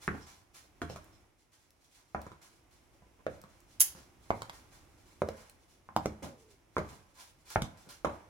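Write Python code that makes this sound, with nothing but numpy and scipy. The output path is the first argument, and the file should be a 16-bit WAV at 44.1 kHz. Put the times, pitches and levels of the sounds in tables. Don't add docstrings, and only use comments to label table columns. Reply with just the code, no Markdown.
import sys
import numpy as np
from scipy import signal
from scipy.fft import rfft, irfft
from scipy.io import wavfile
from scipy.ndimage import uniform_filter1d

SR = 44100
rng = np.random.default_rng(int(sys.argv[2]) if len(sys.argv) > 2 else 0)


def to_wav(s):
    ch = np.atleast_2d(s).T
    pcm = np.round(np.clip(ch, -1, 1) * 32767)
    wavfile.write(sys.argv[1], SR, pcm.astype(np.int16))


N = 365588


def amp(db):
    return 10 ** (np.asarray(db) / 20)


def read_curve(points, hz):
    known_hz, values = np.transpose(points)
    return np.interp(np.log(hz + 1), np.log(known_hz), values)


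def seconds(length):
    return np.arange(int(length * SR)) / SR


def unit(x):
    return x / np.sqrt(np.mean(np.sum(x ** 2, -1)) + 1e-20)


def add(mix, start, sound):
    part = mix[..., max(round(start * SR), 0):][..., :sound.shape[-1]]
    part += sound[..., :part.shape[-1]]


def colour(x, spectrum, size=2048):
    log_gain = np.log(amp(read_curve(spectrum, abs(np.fft.fftfreq(size, 1 / SR)))))
    response = np.exp(np.conj(signal.hilbert(log_gain)))
    kernel = unit(np.fft.ifft(response).real)
    return signal.oaconvolve(np.atleast_2d(x), kernel[None], axes=1)[:, :x.shape[-1]]


def ring(t, db, hz, t60, rise_cycles=0.38):
    return amp(db - 60 * t / t60) * np.sin(2 * np.pi * hz * t) * (1 - np.exp(-t * hz / rise_cycles))


def two_mics(x, delay):
    hz = np.fft.rfftfreq(len(x), 1 / SR)
    return irfft(rfft(x) * np.exp(1j * np.pi * hz * delay * np.array([[1], [-1]])), len(x))


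def friction(strokes, spectrum, grains_per_s, spread_db):
    force = np.zeros(N)
    for start, swell, fade, db in strokes:
        t = seconds(swell + 7 * fade)
        add(force, start, amp(db) * np.minimum(t / swell, 1) * np.exp(-np.maximum(t - swell, 0) / fade))
    sizes = amp(spread_db * np.minimum(rng.exponential(1, N), 3)) * rng.choice([-1, 1], N)
    slips = unit(sizes * (rng.random(N) < grains_per_s / SR)) * np.sqrt(N)
    return colour(force * slips, spectrum)[0]


def by_chance(per_s, swell, fade, db, spread_db=11):
    gaps, strengths = rng.random((128, 2)).T
    times = np.cumsum(.5 + gaps) / per_s
    levels = db + spread_db * (2 * strengths - 1)
    return [(start, swell, fade, level) for start, level in zip(times, levels) if start < N / SR]


# (frequency [Hz], ring time [s])
ROOM_RING = [(100, 0.65), (400, 0.53), (900, 0.61), (1800, 0.36), (3500, 0.4), (7000, 0.25), (14000, 0.2)]
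# (frequency [Hz], likeness [0 to 1])
ECHO_LIKENESS = [(60, 1), (250, 0.81), (500, 0.69), (1000, 0), (2000, 0), (16000, 0)]
def room(x, near_db=0.5, near_t60=0.16, gap_s=0.00092, size=24576):
    t, hz = np.arange(size) / SR, np.fft.rfftfreq(size, 1 / SR)
    left, other = rfft(rng.standard_normal((2, size)) * (rng.random((2, size)) < .15))
    alike = read_curve(ECHO_LIKENESS, hz)
    pair = np.array([left, alike * left + np.sqrt(1 - alike ** 2) * other])
    centres, t60s = np.transpose(ROOM_RING)
    tail = 0
    for share, t60 in zip(np.eye(len(centres)), t60s):
        band = irfft(pair * read_curve(np.c_[centres, share], hz))
        tail = tail + band * (amp(-60 * t / t60) + amp(near_db - 60 * t / near_t60))
    return signal.fftconvolve(np.atleast_2d(x), unit(tail * (t > gap_s)), axes=1)


# (frequency [Hz], level [dB])
AIR_TONE = [(12, -33.5), (20, -0.5), (74, -2.5), (168, -16.5), (367, -14), (446, -13), (802, -13.5),
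            (1760, -20.5), (2140, -18), (4420, -29), (5530, -24.5), (8410, -31), (9670, -28.5),
            (16000, -39)]
RUMBLE_TONE = [(20, -6), (40, 1), (56, -2), (100, -3.5), (200, -14.5), (350, -7.5), (450, -24),
               (1200, -25.5), (3000, -47.5)]
# (time [s], level [dB])
RUMBLE_LEVELS = [(0, -65.5), (.5, -72), (1.1, -62.5), (1.4, -77), (2, -75), (2.6, -70), (4.7, -63.5),
                 (5.7, -70), (7.3, -70.5), (8.29, -68)]
def air_and_rumble(air_db=-69, air_follow=0.65):
    rumble_db = np.interp(np.arange(N) / SR, *np.transpose(RUMBLE_LEVELS))
    swell_db = air_follow * (rumble_db - rumble_db.mean())
    air = amp(air_db + swell_db) * colour(rng.standard_normal((3, N)), AIR_TONE, size=8192)
    rumble = amp(rumble_db + 0.5) * colour(rng.standard_normal((3, N)), RUMBLE_TONE, size=8192)
    return 0.44 * air[0] + 0.94 * air[1:] + rumble[0] + 0.25 * rumble[1:]


# (frequency [Hz], level [dB])
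HISS_TONE = [(300, -33.5), (1500, -3), (3000, -2.5), (5600, 0.5), (7400, -1.5), (8400, -7), (9500, 0),
             (12000, -9.5), (16000, -11.5)]
RUB_TONE = [(150, -23), (500, -7), (900, 1.5), (1700, -0.5), (2600, -9), (5000, -24.5), (16000, -40.5)]
# (time [s], swell [s], level [dB])
SLIDES = [(0, 0.024, -53), (0.258, 0.0067, -59.5), (0.532, 0.018, -57.5), (1.514, 0.0043, -69.5),
          (1.943, 0.0035, -65.5), (2.409, 0.005, -60), (2.7, 0.012, -70), (3.48, 0.017, -74),
          (3.95, 0.0077, -60), (4.2, .09, -67.5), (4.502, 0.033, -59), (4.704, .023, -63.5),
          (5.05, 0.01, -67), (5.34, 0.042, -60.5), (6.224, 0.0024, -48), (6.878, .01, -63.5),
          (7.135, 0.068, -55), (7.44, 0.036, -59), (7.499, 0.0035, -47.5), (7.756, 0.018, -66.5),
          (7.889, 0.0013, -50.5)]
def scuffs(halving_db=11, weight_follow=0.64):
    slides = [(start, swell, 0.051 * .5 ** ((db + 57) / halving_db), db) for start, swell, db in SLIDES]
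    grinds = [(start + 0.015, 0.052, 0.11, -64.5 + weight_follow * (boom_db + 10))
              for start, *_, boom_db, hollow_hz, room_db, side in HEEL_STRIKES]
    stockings = by_chance(per_s=6, swell=0.049, fade=0.035, db=-77)
    rubs = [(*timing, db - 5.5) for *timing, db in slides]
    rubs += [(*timing, db + 7.5) for *timing, db in grinds]
    hiss = friction(slides + grinds + stockings, HISS_TONE, grains_per_s=3500, spread_db=9)
    return hiss + friction(rubs, RUB_TONE, grains_per_s=1600, spread_db=-0.5)


# (frequency [Hz], level [dB])
GRIT_TONE = [(60, -29), (1000, -3), (2200, 5), (4000, 7), (8000, -1), (15000, -8.5)]
# (pitch [Hz], level [dB], ring time [s])
HEEL_NOTES = [(1736, -38.5, 0.028), (2177, -22.5, 0.035), (2670, -13, 0.0047), (3930, -25.5, 0.018),
              (6670, -21, 0.014), (7680, -26.5, 0.012), (9760, -28, 0.0052)]
def tick(t, fade_s=0.0022):
    crackle = unit(rng.standard_normal(len(t)) * np.exp(-t / fade_s))
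    detune = 1 + 0.005 * rng.standard_normal(len(HEEL_NOTES))
    ringing = sum(ring(t, db - 2.5, hz * k, t60) for k, (hz, db, t60) in zip(detune, HEEL_NOTES))
    return unit(unit(colour(crackle, GRIT_TONE)[0]) + ringing)


# (pitch [Hz], level [dB], ring time [s])
FLOOR_NOTES = [(55, -5, 0.23), (76.5, 3, 0.43), (94.5, -11.5, 0.13), (100, -5.5, 0.66), (129.2, 1.5, 0.1),
               (153.2, -1.5, 0.39), (201.8, 0, 0.46), (233.6, -3.5, 0.37), (306, 1, 0.32)]
def floor_boom(rise_s=0.0068, side_spread=0.47):
    t, count = seconds(.6), len(FLOOR_NOTES)
    weights = rng.choice([-1, 1], count) * rng.uniform(.5, 1.5, count)
    detune = 1 + 0.044 * rng.standard_normal(count)
    notes = np.array([ring(t, db, hz * k, t60) for k, (hz, db, t60) in zip(detune, FLOOR_NOTES)])
    side_weights = weights * (1 + side_spread * rng.standard_normal((2, count)))
    return unit(side_weights @ notes * (1 - np.exp(-t / rise_s)))


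def knock(out, start, plank_db, plank_hz, cycles, clack_db, clack_hz, thud_db, thud_hz,
          tick_db, boom_db, hollow_hz, room_db, side):
    t = seconds(.3)
    plank = ring(t, plank_db, plank_hz, cycles / plank_hz)
    clack = ring(t, clack_db, clack_hz, 4.86 / clack_hz)
    thud = ring(t, thud_db, thud_hz, 2.9 / thud_hz)
    heel_ring = ring(t, plank_db - 25.5, hz=2080, t60=0.015)
    soften = signal.butter(2, 3000, fs=SR, output="sos")
    blow = signal.sosfilt(soften, plank + clack + thud + heel_ring) + amp(tick_db - 4) * tick(t)
    hollow = ring(t, -29 + 0.69 * boom_db, hollow_hz, t60=.2, rise_cycles=0.9)
    plank_tail = ring(t, plank_db - 21.5, plank_hz, t60=0.024, rise_cycles=4.5)
    lead = 64
    direct = np.pad(blow + hollow + plank_tail, (lead, 0))
    delay_s = side * 0.00023
    add(out, start - lead / SR, two_mics(direct, delay_s))
    wall_s = rng.uniform(.004, .011)
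    add(out, start - lead / SR + wall_s, amp(-12.5) * two_mics(direct, -delay_s))
    add(out, start, amp(room_db + 1.78) * room(blow, near_db=11, near_t60=0.17))
    add(out, start, amp(boom_db + 4) * floor_boom())


# (time [s], plank level [dB], plank pitch [Hz], plank ring [cycles],
# shoe clack level [dB], clack pitch [Hz], thud level [dB], thud pitch [Hz], tick level [dB],
# floor boom level [dB], hollow note [Hz], echo level [dB], side [-1 right to 1 left])
HEEL_STRIKES = [(0.0788, -23, 367, 9.2, -6.5, 1550, -16.5, 192, -25.5, -12.5, 190, -3.5, 0.22),
                (0.8174, -18.5, 370, 3.1, -15.5, 1420, -37, 190, -21, -15, 695, -0.5, 0.27),
                (2.1475, -14.5, 747, 4.5, -15.5, 1240, -31, 218, -30, -17, 992, -2, 0.68),
                (3.2659, -15.5, 582, 7.7, -15.5, 1390, -40, 170, -28, -20.5, 524, -5, 0.91),
                (4.305, 1, 724, 2.4, -17.5, 1000, -26, 240, -20.5, -16.5, 955, -7.5, -1.04),
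                (5.2192, -7.5, 554, 4.75, -11, 952, -24.5, 187, -24, -14, 397, -6.5, -0.077),
                (5.889, -31.5, 1030, 5.6, -36, 1320, -51.5, 187, -53, -33, 1040, -2.5, -0.41),
                (5.9639, -15.5, 798, 10, -6, 890, -15, 235.6, -10, -14.5, 310.7, -8.5, -0.36),
                (6.767, -12, 495, 2.8, -7, 1120, -26.5, 129, -23.5, -17, 615, -3, 0.48),
                (7.559, -3.5, 782, 4.14, -5.5, 1350, -12.5, 172, -39, -15.5, 197, -5, -0.37),
                (8.0468, -10, 626, 2.66, -14, 1000, -53, 240, -23, -15.5, 570, 4, 0.72)]
def heels():
    out = np.zeros((2, N))
    for strike in HEEL_STRIKES:
        knock(out, *strike)
    return out


# (frequency [Hz], level [dB])
SHUDDER_TONE = [(40, -6), (110, -4), (210, -2), (480, -11), (750, -11), (1200, -17.5), (2200, -24.5),
                (8000, -54.5)]
# (time [s], fade [s], level [dB])
WEIGHT_SHIFTS = [(.136, 0.0046, -37), (0.184, 0.016, -50.5), (2.935, .013, -65), (3.056, 0.01, -63),
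                 (3.189, 0.0077, -56), (3.965, 0.033, -54.5), (6.222, 0.037, -41), (6.9, 0.024, -54),
                 (7.861, 0.017, -53.5)]
def floor_shudders(swell_s=0.0014):
    shifts = [(start, swell_s, fade, db) for start, fade, db in WEIGHT_SHIFTS]
    shifts += by_chance(per_s=4, swell=swell_s, fade=0.0069, db=-73.5)
    return friction(shifts, SHUDDER_TONE, grains_per_s=2000, spread_db=-2)


# (frequency [Hz], level [dB])
STRAP_TONE = [(1000, -39), (4000, -17), (4900, -20), (5300, -8), (5800, -19), (6600, -19), (16000, -40)]
# (time [s], level [dB])
STRAP_SQUEAKS = [(.205, -58), (0.889, -54.5), (1.119, -69), (7.478, -58)]
def strap_squeaks(swell_s=0.0068, fade_s=0.034):
    strokes = [(start, swell_s, fade_s, db) for start, db in STRAP_SQUEAKS]
    return friction(strokes, STRAP_TONE, grains_per_s=620, spread_db=0)


# (time [s], plank level [dB], plank pitch [Hz], plank ring [cycles],
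# shoe clack level [dB], thud level [dB], tick level [dB])
PLATFORM_STRIKES = [(0.8988, -24, 526, 4.3, -52, -26, -26.5), (0.9603, -35.5, 650, 8.4, -27, -35.5, -25.5),
                    (2.2662, -25, 475, 2, -29.5, -36.5, -34), (2.3173, -28.5, 422, 1.7, -32.5, -48, -36.5),
                    (3.022, -43, 705, 3.5, -63, -46, -55), (3.4385, -46, 670, 6.6, -32.5, -38.5, -35.5),
                    (3.95, -48, 520, 3.5, -36, -35.5, -56), (4.42, -30.5, 670, 4.1, -18.5, -36, -16),
                    (4.4962, -36, 870, 10, -27, -40, -18), (5.2875, -17.5, 545, 7.7, -26, -31, -20),
                    (6.0582, -3.5, 508, 2.2, -15.5, -30, -13.5), (6.7821, -6, 467, 1.95, -30.5, -22.5, -21),
                    (7.62, -26, 537, 4.8, -20.5, -13.5, -9.5)]
def platforms(clack_hz=1100, thud_hz=178):
    out = np.zeros((2, N))
    for start, plank_db, plank_hz, cycles, clack_db, thud_db, tick_db in PLATFORM_STRIKES:
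        *_, hollow_hz, room_db, side = [heel for heel in HEEL_STRIKES if heel[0] < start][-1]
        boom_db = max(plank_db, thud_db) - 10
        knock(out, start, plank_db, plank_hz, cycles, clack_db, clack_hz, thud_db, thud_hz,
              tick_db, boom_db, hollow_hz, room_db, side)
    return out


# (frequency [Hz], level [dB])
TAP_TONE = [(300, -27), (2000, -7), (5000, -3), (8000, -2), (11000, -5), (16000, -2)]
# (time [s], level [dB])
LIGHT_TAPS = [(1.044, -39), (1.706, -40.5), (2.217, -32), (3.416, -33.5), (3.604, -38), (5.497, -29.5),
              (7.503, -24.5), (7.893, -45)]
def taps(fade_s=0.0014):
    out, t = np.zeros(N), seconds(.03)
    for start, db in LIGHT_TAPS:
        snap = rng.standard_normal(len(t)) * np.exp(-t / fade_s)
        add(out, start, amp(db - 0.5) * unit(colour(snap, TAP_TONE))[0])
    return out + amp(-4) * room(out)[:, :N]


# (frequency [Hz], level [dB])
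GLITTER_TONE = [(150, -66.5), (600, -27), (2000, -20.5), (3200, -15.5), (4500, -15.5), (6000, -8),
                (7500, -8.5), (8500, -11), (10400, 0), (12900, -2.5), (16000, -8)]
# (time [s], swell [s], fade [s], level [dB])
GLITTER_CATCHES = [(3.799, 0.0005, 0.003, -18.5), (3.8035, 0.0027, 0.0018, -8),
                   (3.811, 0.0052, 0.0027, -14.5), (3.8152, 0.0011, 0.0014, -18)]
def shoe_graze(echo_db=-2.5, left_db=-4.5, right_db=-1.5):
    out = np.zeros((2, N))
    for start, *stroke in GLITTER_CATCHES:
        rasp = friction([(0, *stroke)], GLITTER_TONE, grains_per_s=26000, spread_db=1)[:SR // 8]
        add(out, start, two_mics(rasp, delay=-0.00029) * amp([[left_db], [right_db]]))
        add(out, start, amp(echo_db) * room(rasp, near_db=6, near_t60=0.062))
    return out


# (time [s], pitch [Hz], level [dB])
CREAK_PATH = [(6.23, 607, -54), (6.298, 564, -52), (6.371, 488, -65.5), (6.46, 429, -64.5),
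              (6.56, 416, -66)]
def board_creak(waver=0.1):
    times, hz, db = np.transpose(CREAK_PATH)
    t = np.arange(times[0], times[-1], 1 / SR)
    wobble = unit(uniform_filter1d(rng.standard_normal(len(t)), size=120)) * np.sqrt(len(t))
    cycles = np.cumsum(np.interp(t, times, hz) * (1 + waver * wobble)) / SR
    loudness = amp(np.interp(t, times, db)) * signal.windows.tukey(len(t), .1)
    out = np.zeros(N)
    add(out, times[0], loudness * np.sin(2 * np.pi * cycles))
    return out


def scene():
    steps = heels() + platforms() + taps()
    rubbing = scuffs() + floor_shudders() + strap_squeaks()
    rubbing_in_room = amp(-9) * rubbing + room(rubbing, near_db=10)[:, :N]
    return steps + rubbing_in_room + board_creak() + shoe_graze() + air_and_rumble()


def record(dry, right_db=1.5, low_cut_hz=42, high_cut_hz=16200, ceiling=0.7):
    low_cut = signal.butter(2, low_cut_hz, "high", fs=SR, output="sos")
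    trimmed = signal.sosfilt(low_cut, dry * amp([[0], [right_db]]))
    rounded = ceiling * np.tanh(trimmed / ceiling)
    high_cut = signal.firwin(511, high_cut_hz, window=("kaiser", 9), fs=SR)
    return signal.oaconvolve(rounded, high_cut[None], "same")


dry = scene()
out = record(dry)
to_wav(out)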